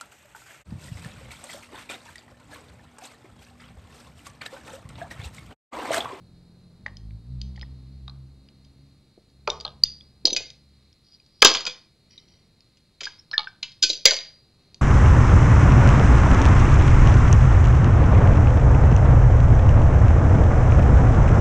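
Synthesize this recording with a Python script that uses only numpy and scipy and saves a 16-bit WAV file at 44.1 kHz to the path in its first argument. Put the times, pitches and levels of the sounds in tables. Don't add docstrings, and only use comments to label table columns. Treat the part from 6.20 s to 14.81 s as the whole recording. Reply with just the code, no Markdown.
import sys
import numpy as np
from scipy import signal
from scipy.fft import rfft, irfft, next_fast_len
from scipy.io import wavfile
from scipy.ndimage import map_coordinates

SR = 44100
rng = np.random.default_rng(int(sys.argv[2]) if len(sys.argv) > 2 else 0)


def bounce(signal):
    frames = np.transpose(np.atleast_2d(signal))
    limited = np.clip(frames, -1, 1)
    pcm = np.round(limited * 32767).astype(np.int16)
    wavfile.write(sys.argv[1], SR, pcm)


def linear_from_db(decibels):
    return 10 ** (np.asarray(decibels, float) / 20)


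N = 379701
LEAD_S = .008


def unit(x):
    return x / np.sqrt(np.mean(x ** 2) + 1e-20)


def along(points, hz):
    f, v = np.transpose(points)
    return np.interp(np.log(hz + 1), np.log(f + 1), v)


def curves(rows):
    s, *cols = np.transpose(rows)
    return [np.interp(np.arange(N) / SR, s, c) for c in cols]


def wobble(rate_hz):
    knots = rng.standard_normal(int(N * rate_hz / SR) + 4)
    return map_coordinates(knots, [np.arange(N) * rate_hz / SR])


def filtered(x, response):
    m = next_fast_len(x.shape[-1] + 8192)
    spectrum = rfft(x, m) * response(np.fft.rfftfreq(m, 1 / SR))
    return irfft(spectrum, m)[..., :x.shape[-1]]


def noise(spectrum, shape=N):
    return unit(filtered(rng.standard_normal(shape), lambda hz: linear_from_db(along(spectrum, hz))))


def resonances(peaks, f):
    total = 0
    for k, (hz, width_hz, db) in enumerate(peaks):
        damping = 1j * f * width_hz
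        total = total + (-1) ** k * linear_from_db(db) * damping / (hz * hz - f * f + damping)
    return total


def decay(t, t60_s, rise_s):
    after = t - LEAD_S
    return linear_from_db(np.where(t < LEAD_S, 60 * after / rise_s, -60 * after / t60_s))


def place(times_s, sounds, count=5):
    length = sounds.shape[1]
    tracks = np.zeros((count, N + length))
    for k, s in enumerate(times_s):
        start = round((s - LEAD_S) * SR)
        tracks[k % count, start:][:length] += sounds[k]
    return tracks[:, :N]


SCREW_PINGS = [(.6634, -20.5, 1914), (.6816, -34, 1840), (1.3777, -40, 1880), (1.4302, -33, 1913),
               (1.8799, -28, 3800), (1.897, -34, 4100), (3.302, -14, 3660), (3.317, -30, 3620),
               (3.4508, -18.5, 4103), (3.4537, -22.5, 4130), (3.6559, -24, 4726), (3.8093, -35, 3410),
               (7.1315, -29, 4000), (5.0005, -52, 2450), (7.1142, -25.5, 4270), (7.1802, -7.5, 4265),
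               (7.1806, -17, 3500), (7.273, -26, 1567), (7.755, -28, 4660)]
SHAFT_TINKS = [(4.0691, -18, 6070), (4.1312, -14.5, 6040), (4.221, -44, 3900), (4.2575, -40, 4810),
               (5.0002, -50, 4796), (5.979, -36.5, 3888), (6.8713, -25.5, 1653), (6.9962, -44, 5320),
               (7.1345, -25, 1700), (1.421, -39, 5175), (7.6634, -23, 4510), (7.7012, -15, 3930),
               (8.0371, -36, 4830)]
TIP_TICKS = [(.7695, -41.5, 5100), (1.2157, -30.5, 4700), (1.3603, -47.5, 2102), (3.101, -57, 4648),
             (3.2761, -17.5, 2440), (3.402, -35, 4750), (3.4095, -30.5, 4806), (3.787, -57, 4450),
             (4.149, -27, 4030), (4.3032, -34, 4850), (4.729, -52.5, 5400), (5.0634, -51.5, 4724),
             (5.3397, -17.5, 5630), (5.3711, -19.5, 3500), (5.4532, -22, 4970), (5.497, -31, 3480),
             (6.4069, -49, 5214), (7.9095, -11, 4750), (7.9895, -27, 3980), (5.4655, -19, 4760),
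             (8.0512, -37, 4807), (8.0685, -42, 4710), (3.302, -21, 5600), (8.545, -36.5, 4554)]
PADDED_PATS = [
    (.9085, -53, 2388),
    (1.4137, -36, 4667),
    (2.2879, -47.5, 4830),
    (4.1827, -31.5, 4760),
    (5.2272, -2, 2416),
    (7.2037, -37.5, 3660),
]
SCREW_HOPS = [(3.466, -32, 3645, 872), (3.479, -34, 3700, 872), (3.4825, -40, 3600, 872),
              (3.492, -44, 3645, 872), (3.505, -48, 3645, 872), (3.517, -54, 3600, 872),
              (7.192, -20, 4050, 1230), (7.1955, -20, 4150, 1230), (7.2035, -28, 3800, 1230),
              (7.2085, -29, 3900, 1230), (7.218, -31, 3900, 1230), (7.2325, -33, 4100, 1230),
              (7.243, -35, 3900, 1230), (7.2455, -35, 3950, 1230)]
TWEEZER_CLINKS = [(3.6675, -43, 4750), (4.0548, -12.5, 4437), (4.0585, -17, 4900), (4.062, -17, 4500),
                  (4.069, -18, 4200), (4.073, -19, 5000), (4.077, -19, 4000), (4.0815, -19, 4300),
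                  (4.1305, -22, 4200), (4.1655, -14, 4700), (4.171, -20, 5000), (4.178, -22, 4800),
                  (4.1024, -25.5, 3950), (4.1064, -21, 3850)]
HANDLE_SLAPS = [(2.4474, -53, 4800), (3.2959, -34, 2260), (5.478, -27, 3300), (5.5061, -37, 3300),
                (5.909, -58, 5580), (6.085, -58, 5820), (6.855, -27, 4850), (7.43, -23, 4126),
                (7.432, -30, 2650), (7.5193, -44, 4310), (8.0114, -34, 3990)]
TOOL_CLACKS = [(4.1641, -24, 4640), (5.2481, -7, 6870), (5.3496, -24, 2970), (5.3804, -39, 3330),
               (5.4063, -35.5, 4830), (6.572, -61.5, 5000), (6.8083, -34, 3100), (6.8344, -35, 5420),
               (6.8442, -38.5, 5030),  (7.8564, -10, 5100), (5.468, -27, 4810), (7.9659, -32, 4750)]
STEEL_JANGLES = [
    (7.6272, -13, 4840),
    (7.632, -20, 5900),
    (7.6365, -12, 4200),
    (7.695, -24, 4800),
    (7.702, -24, 4400),
    (7.7326, -29, 4080),
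]
HARD_SNAPS = [
    (3.637, -5, 4670),
    (3.6375, 4.5, 4700),
    (4.0547, -1, 4200),
    (4.0548, -4, 5050),
    (7.1806, -10, 3600),
]
HANDLE_CRASHES = [(5.2215, -2, 4700), (5.2255, -7, 4900), (5.2515, -11, 5400), (5.257, -9, 5100),
                  (5.261, -10, 5900), (5.266, -16, 4700), (5.271, -11, 5800), (5.277, -19, 4600),
                  (5.283, -18, 4300), (5.291, -19, 3000), (5.301, -23, 3900), (5.315, -23, 4300),
                  (7.8555, -4, 5600), (7.861, -7, 4000), (7.875, -14, 6000), (7.884, -15, 2100),
                  (7.915, -21, 4000), (7.936, -25, 4700), (7.942, -26, 5800), (.664, -43, 4600),
                  (1.364, -51, 4700), (1.395, -52, 4500)]


def contacts():
    # crack/dB, brightness/dB per octave, crack top/Hz, t60/s, room share/dB, crack loss an octave off ring/dB
    kinds = [(SCREW_PINGS, (-15, -1, 5600, .014, -5, 6)),
             (SHAFT_TINKS, (-16, 1, 6200, .042, -3, 3)),
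             (TIP_TICKS, (-3, 1, 7200, .015, -2.5, 4)),
             (PADDED_PATS, (-3, -9, 5400, .011, -6, 2)),
             ([hop[:3] for hop in SCREW_HOPS], (-2, 2, 4800, .009, -8, 30)),
             (TWEEZER_CLINKS, (-4, 5, 6200, .016, -1, 8)),
             (HANDLE_SLAPS, (-3, -1.5, 7000, .037, -.1, 2)),
             (TOOL_CLACKS, (5.5, -1, 8500, .05, 1.2, 1.2)),
             (STEEL_JANGLES, (2, 5, 7600, .05, 1.2, 5)),
             (HARD_SNAPS, (-20, 5, 6800, .008, -3, 0)),
             (HANDLE_CRASHES, (2, -1, 8500, .018, -2, 1.5))]
    return sorted(tuple(row) + kind for rows, kind in kinds for row in rows)


# f/Hz, width/Hz, level/dB
SHELL = [(1600, 250, -10), (2037, 220, -6.5), (2384, 300, -3.5), (3200, 380, -1.5), (3825, 110, 0),
         (3980, 780, -8), (4750, 770, 1), (5400, 120, -6), (6020, 300, -4), (7300, 1000, -8)]


def taps():
    columns = np.transpose(contacts())[:, :, None]
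    s, db, ring_hz, crack_db, bright_db, top_hz, t60_s, room_db, focus_db = columns
    t = np.arange(SR // 8) / SR
    t60_s = np.clip(t60_s, .003, .15)
    chance = rng.standard_normal((len(s), len(t) + 1))
    neighbour_hz = ring_hz * (1 + .04 * chance[:, :1])
    ring = np.sin(2 * np.pi * ring_hz * t) + .35 * np.sin(2 * np.pi * neighbour_hz * t)

    def shell_response(f):
        near_ring = linear_from_db(-np.abs(focus_db) * np.log2((f + 1) / ring_hz) ** 2)
        tilt = linear_from_db(bright_db * np.log2(np.clip(f, 2200, 7000) / 4000))
        return resonances(SHELL, f) * near_ring * tilt / (1 + (f / top_hz) ** 8)

    crack = filtered(chance[:, 1:], shell_response)
    crack = linear_from_db(crack_db) * crack / crack.std(axis=1, keepdims=True)
    rise_s = np.clip(0.24 * t60_s, .003, .007)
    blow = linear_from_db(db) * decay(t, t60_s, rise_s)
    sent = linear_from_db(room_db) * (linear_from_db(-19) * ring + linear_from_db(-9.5) * crack)
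    return place(s[:, 0], blow * (ring + crack)), place(s[:, 0], blow * sent)


KNOCKS = [(.6643, -38, 850), (1.3787, -49, 820), (1.8827, -45, 1187), (1.8973, -49, 1194),
          (3.2792, -18.5, 1347), (3.4541, -32, 869), (3.6381, -52, 1323), (5.2276, -11, 1268),
          (5.23, -14, 1560), (5.255, -12, 1200), (1.425, -48, 850), (5.265, -17, 1180), (5.283, -20, 1175),
          (5.3538, -26.5, 1117), (5.4049, -39.5, 1220), (5.456, -35, 1430), (5.473, -31.5, 1410),
          (6.816, -41.5, 1340), (6.8694, -38.5, 1443), (7.1161, -44.5, 1255), (7.1333, -36.5, 1440),
          (7.1811, -30, 1265), (7.182, -33, 870), (7.4322, -47.5, 1156), (7.6357, -41, 1480)]
BUMPS = [(2.9794, -46, 330.6), (4.0535, -24.5, 319), (4.0755, -29.5, 491), (4.1018, -35, 360),
         (4.1272, -31.5, 283), (4.1462, -35, 332), (4.2074, -40.5, 430), (5.227, -11, 560),
         (5.252, -10, 328), (5.313, -26, 330)]
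THUDS = [(3.2805, -22, 597), (4.168, -39, 471.6), (5.26, -27, 249.6), (5.470, -45, 177.3),
         (6.822, -43, 374.7), (7.640, -38, 321), (7.6982, -32.5, 318.6), (7.8573, -22, 459),
         (7.86, -40, 80), (5.36, -40, 85), (4.12, -44, 130), (7.9196, -28.5, 607)]


def bench_blows():
    kinds = [(KNOCKS, .04), (BUMPS, .04), (THUDS, .1)]
    return sorted((*row, t60_s) for rows, t60_s in kinds for row in rows)


# f/Hz, level/dB per Hz
BENCH = [(150, -30.5), (320, -1), (520, 0.5), (850, -4), (1250, -3), (1700, -16.5), (3000, -46.5)]


def knocks():
    s, db, hz, t60_s = np.transpose(bench_blows())[:, :, None]
    t = np.arange(SR // 6) / SR
    blow = linear_from_db(db) * decay(t, np.clip(t60_s, .01, .2), rise_s=.008)
    thud = filtered(noise(BENCH, (len(s), len(t))), lambda f: linear_from_db(-7.5 * np.log2((f + 1) / hz) ** 2))
    thud = linear_from_db(-2.5) * thud / thud.std(axis=1, keepdims=True)
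    mode = 0.84 * np.sin(2 * np.pi * hz * t)
    times_s = s[:, 0] - .0015
    return place(times_s, blow * mode), place(times_s, blow * thud)


# t/s, peak level/dB, f/Hz, t60/s
STEEL_RINGS = [(3.642, -33, 4880, .42), (3.66, -51, 3500, .3), (3.638, -30, 2850, .03), (7.87, -28, 4800, .55),
               (7.87, -33, 3980, .5), (7.87, -33, 6020, .4), (7.86, -30, 1600, .2), (7.865, -29, 540, .2),
               (7.87, -24, 2150, .3), (7.88, -30, 1850, .3),
               (7.64, -34, 6050, .45), (7.7, -30, 3950, .3), (7.431, -30, 2650, .08), (5.3, -32, 4800, .5),
         (4.17, -40, 6070, .3), (4.17, -38, 4850, .3), (3.642, -45, 6300, .12), (3.657, -34, 3606, 0.076),
         (4.059, -23, 6073, .08), (4.068, -24, 3980, 0.1), (4.183, -33, 2480, .06), (4.108, -28, 4020, .06),
         (4.104, -30.5, 6160, 0.038), (4.166, -24, 2505, 0.083), (6.871, -36, 1600, 0.084),
         (6.989, -47, 5370, 0.11), (7.114, -38, 5280, 0.085), (7.139, -22.5, 1763, 0.13),
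         (7.143, -26, 1600, .05), (7.14, -38, 4850, .07), (7.136, -44, 2300, .12), (7.276, -49, 2300, .1),
         (7.14, -38, 5310, 0.058), (7.273, -30.5, 1560, 0.072), (7.277, -45, 5300, 0.054),
         (7.433, -32.5, 2965, 0.12), (7.634, -29, 1521, .11), (7.859, -12, 3980, 0.09),
         (7.628, -20, 6050, .13), (7.628, -23, 3950, .1), (7.64, -30, 2520, .15), (7.735, -38, 6050, .12),
         (7.858, -15, 6020, .16), (7.86, -18, 2050, .13), (7.911, -25, 1500, .05), (5.35, -32, 3050, .15),
         (5.468, -25, 2500, .09), (5.468, -27, 4800, .12), (5.23, -14, 1650, .06), (5.252, -14, 1604, .11),
         (5.255, -20, 3058, .15), (5.256, -24, 1080, .25), (5.475, -42, 500, .2), (5.979, -50, 5950, .03),
         (3.66, -40, 4700, .2), (3.452, -40, 1250, .15)]


def shaft():
    s, db, hz, t60_s = np.transpose(STEEL_RINGS)[:, :, None]
    t = np.arange(SR // 2) / SR
    rough = unit(filtered(rng.standard_normal((len(s), len(t))), lambda f: f < 70))
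    ring = np.sin(2 * np.pi * hz * t + .6 * rough) + .3 * np.sin(2 * np.pi * 1.012 * hz * t)
    return place(s[:, 0], linear_from_db(db) * ring * decay(t, t60_s, rise_s=LEAD_S))


# ratio to the hop's base f, level/dB
COVER_MODES = [(.7, -1), (1, 0), (1.42, -8), (1.83, -5)]


def cover():
    rows = [(s, db + mode_db - 11, cover_hz * ratio)
            for s, db, _, cover_hz in SCREW_HOPS for ratio, mode_db in COVER_MODES]
    s, db, hz = np.transpose(rows)[:, :, None]
    t = np.arange(SR // 8) / SR
    return place(s[:, 0], linear_from_db(db) * np.sin(2 * np.pi * hz * t) * decay(t, t60_s=.045, rise_s=.006))


# t/s, level/dB
RUB = [
    [(4.83, -80), (4.86, -57), (4.91, -62), (4.95, -55), (4.98, -72), (5.11, -68.5), (5.19, -62),
     (5.21, -51)],
    [(5.89, -79), (5.91, -58.5), (6.04, -64.5), (6.07, -70), (6.09, -61), (6.19, -69), (6.3, -77.5)],
]
# f/Hz, width/Hz, level/dB
RUBBED_SURFACES = [
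    [(3400, 300, -20), (4250, 150, -12), (4830, 130, 0), (5750, 200, -15)],
    [(2050, 120, -6), (2450, 120, -9), (3100, 120, -5), (3950, 150, -6), (4600, 300, -2), (5000, 150, -4),
     (5450, 120, -3), (5800, 120, -2)],
]


def glove():
    t = np.arange(N) / SR
    total = np.zeros(N)
    for rows, surface in zip(RUB, RUBBED_SURFACES):
        stroke = linear_from_db(np.interp(t, *np.transpose(rows), left=-120, right=-120))
        grains = rng.standard_normal(N) * linear_from_db(3 * wobble(300) + 1.5 * wobble(30))
        total += stroke * unit(filtered(grains, lambda f: resonances(surface, f)))
    return total


# f/Hz, t60/s
ROOM = [(200, 0.37), (1000, 0.43), (2000, .4), (3000, 0.33), (5000, 0.4), (6500, .29), (8000, 0.2)]


def room(tracks):
    hz, t, z = signal.stft(rng.standard_normal((len(tracks), SR // 2)), SR, nperseg=256)
    tail = signal.istft(z * linear_from_db(-60 * t / along(ROOM, hz)[:, None]), SR, nperseg=256)[1]
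    onset = np.clip(np.arange(tail.shape[1]) / SR / 0.0047, 0, 1) ** 2
    tail = tail * onset
    tail = tail / np.linalg.norm(tail, axis=1, keepdims=True)
    return signal.fftconvolve(tracks, tail, axes=1)[:, :N].sum(axis=0)


# t/s, firing f/Hz, load level/dB
ENGINE = [(0, 42.8, -63), (.56, 44.13, -66), (.68, 49, -48), (.8, 52.5, -45), (.95, 53.74, -39),
          (1.03, 58, -57), (1.11, 62, -41), (1.3, 64.74, -34.5), (1.6, 65.06, -43), (2.1, 67.1, -47.5),
          (2.32, 66.8, -61.5), (2.6, 68.23, -55.5), (2.95, 68.4, -76), (3.3, 68.45, -53), (3.55, 68.9, -51),
          (3.95, 67.6, -59.5), (4.5, 68.4, -59.5), (4.9, 69.85, -71)]
# level at mean load/dB, share of load swing, loss with distance/dB per s
ORDERS_OUT = [(-51.5, 1.01, 0), (-49, .75, 1.8), (-54, 0.45, 3), (-53, 0.16, 6), (-64.5, 0.16, 5.5)]


def vehicle():
    hz, load_db = curves(ENGINE)
    t = np.arange(N) / SR
    turn = 2 * np.pi * np.cumsum(hz) / SR
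    mean_load_db = -50
    total = np.zeros(N)
    for order, (db, swing, loss_db_per_s) in enumerate(ORDERS_OUT, 1):
        level_db = db + swing * (load_db - mean_load_db) - loss_db_per_s * t
        unsteady_db = 3 + 2.5 * wobble(6) + 1.5 * wobble(25)
        total += linear_from_db(level_db + unsteady_db) * np.sin(order * turn + .8 * wobble(12))
    return np.clip((5.1 - t) / 0.43, 0, 1) * total


# t/s, level/dB
STREET = [(0, -58.5), (.6, -57), (1.3, -56.5), (2.2, -60), (3, -63), (3.5, -58.5), (4.3, -62), (4.8, -64),
          (5.4, -63), (6.1, -60.5), (6.6, -66), (7.2, -61), (8, -65), (8.6, -58.5)]
# f/Hz, level/dB per Hz
RUMBLE = [(12, -33.5), (20, -6), (124, 1), (219, -4), (295, -11), (331, -8.5), (370, -11.5), (639, -18),
          (1800, -31.5), (2340, -59), (3960, -120)]
# f/Hz, level/dB per Hz
FAN = [(710, -41.5), (1200, -11), (1410, -17), (1760, -14), (2160, -9.5), (3310, -14), (3700, -6.5),
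       (4070, 1), (4240, 0), (5640, -17.5), (8000, -23), (10400, -45), (17600, -120)]


def air():
    rumble = linear_from_db(curves(STREET)[0] + 0.87 * wobble(3.5)) * noise(RUMBLE)
    fan_db = -68.0 + wobble(2) + .6 * wobble(9)
    return rumble + linear_from_db(fan_db) * noise(FAN)


def scene():
    touch, sent = taps()
    mode, thud = knocks()
    steel = shaft() + cover()
    echo = room(sent + linear_from_db(-18.5) * (mode + steel) + linear_from_db(-9.5) * thud)
    direct = (touch + mode + steel + thud).sum(axis=0)
    mono = direct + echo + vehicle() + glove() + air()
    return np.array([mono, mono])


def top_cut(x):
    return signal.sosfilt(signal.butter(12, 15680, fs=SR, output="sos"), x)


# f/Hz, level/dB per Hz
HISS = [(3530, -31), (6000, -6), (7230, -3.5), (10100, -1.5), (11400, -8.5), (14600, -11.5), (15500, -15)]


def record(dry):
    top_hz, sag_hz = 8230, 7900
    heard = filtered(dry, lambda hz: 1 / (1 + (hz / top_hz) ** 60) / (1 + (hz / sag_hz) ** 10))
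    clipped = np.clip(heard, -1, 1)
    drift = linear_from_db(-20) * filtered(np.abs(clipped), lambda hz: 1 / (1 + 1j * hz / 15) ** 2)
    lag_s = np.array([[.35], [-.35]]) / SR
    late = filtered(clipped + linear_from_db(-79) * noise(HISS), lambda hz: np.exp(-2j * np.pi * hz * lag_s))
    return top_cut(late + drift)


dry = scene()
out = record(dry)
bounce(out)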